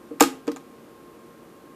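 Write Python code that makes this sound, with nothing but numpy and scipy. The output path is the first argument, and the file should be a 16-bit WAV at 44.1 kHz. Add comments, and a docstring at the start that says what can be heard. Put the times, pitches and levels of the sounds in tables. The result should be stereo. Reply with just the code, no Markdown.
"""A faint fan hums in a small, quiet room; then the flash of a compact camera on a table snaps open.
A finger presses the release, the latch slips, and the sprung head cracks against its stop and bounces,
thumping the table. As the hand lets go, the camera knocks down once more and the button clicks back.
Each contact layers a low table thump, the ring of the case, a sharp tick and a high ping."""
import sys
import numpy as np
from scipy import signal
from scipy.fft import rfft, irfft
from scipy.io import wavfile

SR = 44100
rng = np.random.default_rng(int(sys.argv[2]) if len(sys.argv) > 2 else 0)


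def store_pcm(level_fs):
    """Save levels as 16-bit WAV."""
    pcm = np.round(np.clip(level_fs, -1, 1) * 32767).astype(np.int16)
    wavfile.write(sys.argv[1], SR, np.atleast_2d(pcm).T)


N = 77175


def from_db(db):
    """Decibels to gain."""
    return 10 ** (np.asarray(db) / 20)


def unit_rms(x):
    """Scale to unit power."""
    return x / np.sqrt(np.mean(x ** 2) + 1e-20)


def at_hz(points, hz):
    """Read a curve on a log-frequency axis."""
    freqs, values = np.transpose(points)
    return np.interp(np.log(np.maximum(hz, 1)), np.log(freqs), values)


def colour(x, gain):
    """EQ by a gain that is a function of frequency."""
    return irfft(rfft(x) * gain(np.fft.rfftfreq(N, 1 / SR)), N)


def stereo_noise(gain):
    """Coloured noise, independent left and right."""
    return colour(rng.standard_normal((2, N)), gain)


def low_cut(x, hz):
    """Second-order high-pass."""
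    return signal.sosfilt(signal.butter(2, hz, "high", fs=SR, output="sos"), x)


def seconds():
    """Time axis."""
    return np.arange(N) / SR


def decay(t60_s):
    """Exponential fade, 60 dB down at t60_s."""
    return np.exp(-np.log(1000) * seconds() / t60_s)


def struck(t60_s, attack_s=0.0003):
    """Envelope of a contact: a very short attack, then a decay."""
    return (1 - np.exp(-seconds() / attack_s)) * decay(t60_s)


def panned(db):
    """Left and right gains; positive leans left."""
    return from_db(np.array([[.5], [-.5]]) * db)


def fan(rush_db=-48, tone_trim_db=-1, waver_depth=0.31, waver_hz=10):
    """Steady rush of a fan and microphone hiss, with a few wavering fan tones."""
    # Spectrum of the rush and hiss: freq_hz, relative_db
    air = [(15, -58.5), (25, -40.5), (45, -15), (91, -18), (177, -7), (208, -9), (231, -7.5), (264, -6),
           (353, -2), (414, -8.5), (460, -2.5), (498, -16), (554, -7), (649, -14.5), (1050, -15.5),
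           (1130, -13.5), (1680, -20.5), (5260, -31.5), (14000, -32.5)]
    # How alike left and right are: freq_hz, correlation
    likeness = [(60, 0.44), (130, 0.62), (290, 0.91), (640, 0.35), (1410, -0.04), (3100, 0.021),
                (6820, -0.023), (15000, 0.075)]
    # Fan tones: pitch_hz, level_db (before the trim)
    tones = [(231.5, -59), (349.9, -61.5), (468.3, -59.5), (532.9, -64.5), (1066, -59), (1599, -71)]
    mid = colour(rng.standard_normal(N), lambda f: from_db(at_hz(air, f)) * np.sqrt(1 + at_hz(likeness, f)))
    side = colour(rng.standard_normal(N),
                  lambda f: from_db(at_hz(air, f)) * np.sqrt(1 - at_hz(likeness, f)))
    bed = from_db(rush_db) * unit_rms(np.array([mid + side, mid - side]))
    for hz, db in tones:
        swell, drift = waver_depth * unit_rms(stereo_noise(lambda f: 1 / (1 + (f / waver_hz) ** 2)))
        tone = np.sqrt(2) * np.sin(2 * np.pi * hz * seconds() + 2 * drift)
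        bed += from_db(db + tone_trim_db) * (1 + swell) * tone
    return bed * panned(db=-1)


def table_thump(attack_s=0.0074):
    """Low modes of the table top, which take a few milliseconds to swell and radiate little bass."""
    # Table-top modes: pitch_hz, relative_db, t60_s
    modes = [(155, -37.5, 0.33), (210, -26, 0.14), (264.3, -22, 0.42), (282.1, -17.5, 0.21),
             (297.4, -4, 0.13), (338, -17.5, 0.2), (442.7, -34.5, 0.6), (463.4, -4.5, 0.1),
             (576, -12, 0.06)]
    t = seconds()
    ring = sum(from_db(db) * decay(t60_s) * np.sin(2 * np.pi * hz * t) for hz, db, t60_s in modes)
    return low_cut(ring * (1 - np.exp(-t / attack_s)), hz=148)


def case_ring(stereo_spread_rad=0.45):
    """The camera's case and flash head ring, struck a little differently each time."""
    # Case and flash-head modes: pitch_hz, relative_db, t60_s
    modes = [(639, -24.5, 0.12), (805, 5.5, 0.032), (825, -12, 0.078), (946, -5.5, 0.069),
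             (1069, -13.5, .12), (1168, -4.5, 0.09), (1245.7, -2.5, 0.107), (1362, -12, 0.092),
             (1599, -8, 0.064), (1630, -26, 0.021), (1974, -27.5, 0.24), (2383, -6.5, 0.027),
             (3398, -17.5, 0.056), (4166, -9.5, 0.022)]
    t = seconds()[:SR // 4]
    ring = np.zeros((2, N))
    for hz, db, t60_s in modes:
        phase = rng.uniform(0, 2 * np.pi) + stereo_spread_rad * rng.standard_normal((2, 1))
        envelope = from_db(db + rng.normal(0, 1)) * decay(t60_s)[:len(t)]
        ring[:, :len(t)] += envelope * np.sin(2 * np.pi * hz * t + phase)
    return low_cut(ring + 1e-18, hz=400)


def tick(edge_hz, rattle_db=-14.5):
    """A hard contact: a crack and a brief rattle of small parts, rolled off above edge_hz."""
    # Dense high modes of the small parts: freq_hz, relative_db
    spectrum = [(80, -42), (300, -28.5), (800, 8), (1400, 3.5), (2500, 2), (4200, -3.5), (6000, -1.5),
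                (8200, -1.5), (9500, -5), (11300, -6.5), (14000, -2), (16000, -22.5)]
    crack = stereo_noise(lambda f: from_db(at_hz(spectrum, f)) / np.sqrt(1 + (f / edge_hz) ** 4))
    return unit_rms(crack) * (struck(t60_s=0.015) + from_db(rattle_db) * struck(t60_s=0.099))


def ping(hz, width_hz=550):
    """The struck part's own cluster of high modes, quickly damped."""
    cluster = stereo_noise(lambda f: 1 / (1 + (2 * (f - hz) / width_hz) ** 2))
    return unit_rms(cluster) * struck(t60_s=0.016)


def camera():
    """Every contact sounds the table, the case and the small parts; the pings get their own stem."""
    # Press (0.11 s), latch, snap and two bounces (0.20-0.24 s), knock (0.48 s), button (from 0.52 s).
    # Each layer's gain per contact: start_s, thump_db, case_db, tick_db, edge_hz, ping_db, ping_hz, pan_db
    contacts = [ (0.1093, -19.5, -48, -60, 1520, -75, 4700, -9),
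                (0.1990, -60, -43, -18, 9000, -36, 4650, -8),
                (0.2022, -60, -51, -25, 12000, -46, 7350, -12),
                (0.2046, -56, -38, -27, 15000, -11, 14400, -7), (0.2070, -46, -7, 3, 12700, 3, 7420, -3),
                (0.2090, 1.5, -14, -6.5, 12000, -16, 7470, -9.5),
                (0.2234, -13, -22, -4, 14100, -4, 7400, -2.5),
                (0.2359, -51, -23, -12, 8900, -19.5, 4000, 8),
                (0.2379, -12.5, -22, -21, 3000, -33.5, 7350, -7.5),
                (0.4702, -70, -51, -42, 10000, -43, 7160, -21),
                (0.4765, -8, -29.5, -51, 2000, -44, 7000, -3),
                (0.4783, -50, -40, -22, 5500, -26, 4580, -4.5),
                (0.4870, -58, -33, -28, 2300, -54, 4680, -6),
                (0.5169, -54, -59, -27, 10100, -38, 6900, -5.5),
                (0.5616, -36, -39, -32, 12200, -31.5, 7070, -1),
                (0.5684, -55, -38, -33, 10000, -33.5, 7000, -6), ]
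    knocks, pings = np.zeros((2, N)), np.zeros((2, N))
    thump = table_thump() * panned(db=-0.3)
    for start_s, thump_db, case_db, tick_db, edge_hz, ping_db, ping_hz, pan_db in contacts:
        start = int(start_s * SR)
        place = .5 * panned(pan_db)
        click = from_db(case_db) * case_ring() + from_db(tick_db) * tick(edge_hz)
        hit = from_db(thump_db) * thump + place * click
        knocks[:, start:] += hit[:, :N - start]
        pings[:, start:] += (place * from_db(ping_db) * ping(ping_hz))[:, :N - start]
    return knocks, pings


def room(send, t60_s=0.33, treble_t60_s=0.22, predelay_s=0.0031, attack_s=0.002):
    """Diffuse reflections of a small room; the treble dies a little sooner."""
    # Tone of the reflections: freq_hz, gain_db
    reverb_eq = [(100, -0.5), (280, -20.5), (470, -10.5), (1000, -12.5), (2000, -10), (4000, -4.5),
                 (7400, -8), (10000, -5.5), (14000, -9.5)]
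    noise = stereo_noise(lambda f: from_db(at_hz(reverb_eq, f)))
    low = colour(noise, lambda f: 1 / (1 + (f / 3000) ** 2))
    swell = 1 - np.exp(-np.maximum(seconds() - predelay_s, 0) / attack_s)
    impulse = swell * (low * decay(t60_s) + (noise - low) * decay(treble_t60_s))
    impulse /= np.sqrt(np.sum((swell * decay(t60_s)) ** 2))
    return signal.fftconvolve(send, impulse, axes=-1)[:, :N]


def scene(ping_send_db=-8):
    """The camera close by, its room and the fan; the pings beam forward and stir the room less."""
    knocks, pings = camera()
    return knocks + pings + room(knocks + from_db(ping_send_db) * pings) + fan()


def record(dry, ceiling=0.89, cutoff_hz=14600):
    """The loudest snap overloads and clips; a steep low-pass takes off the top."""
    clipped = np.clip(dry, -ceiling, ceiling)
    return colour(clipped, lambda f: 1 / np.sqrt(1 + (f / cutoff_hz) ** 120))


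dry = scene()
out = record(dry)
store_pcm(out)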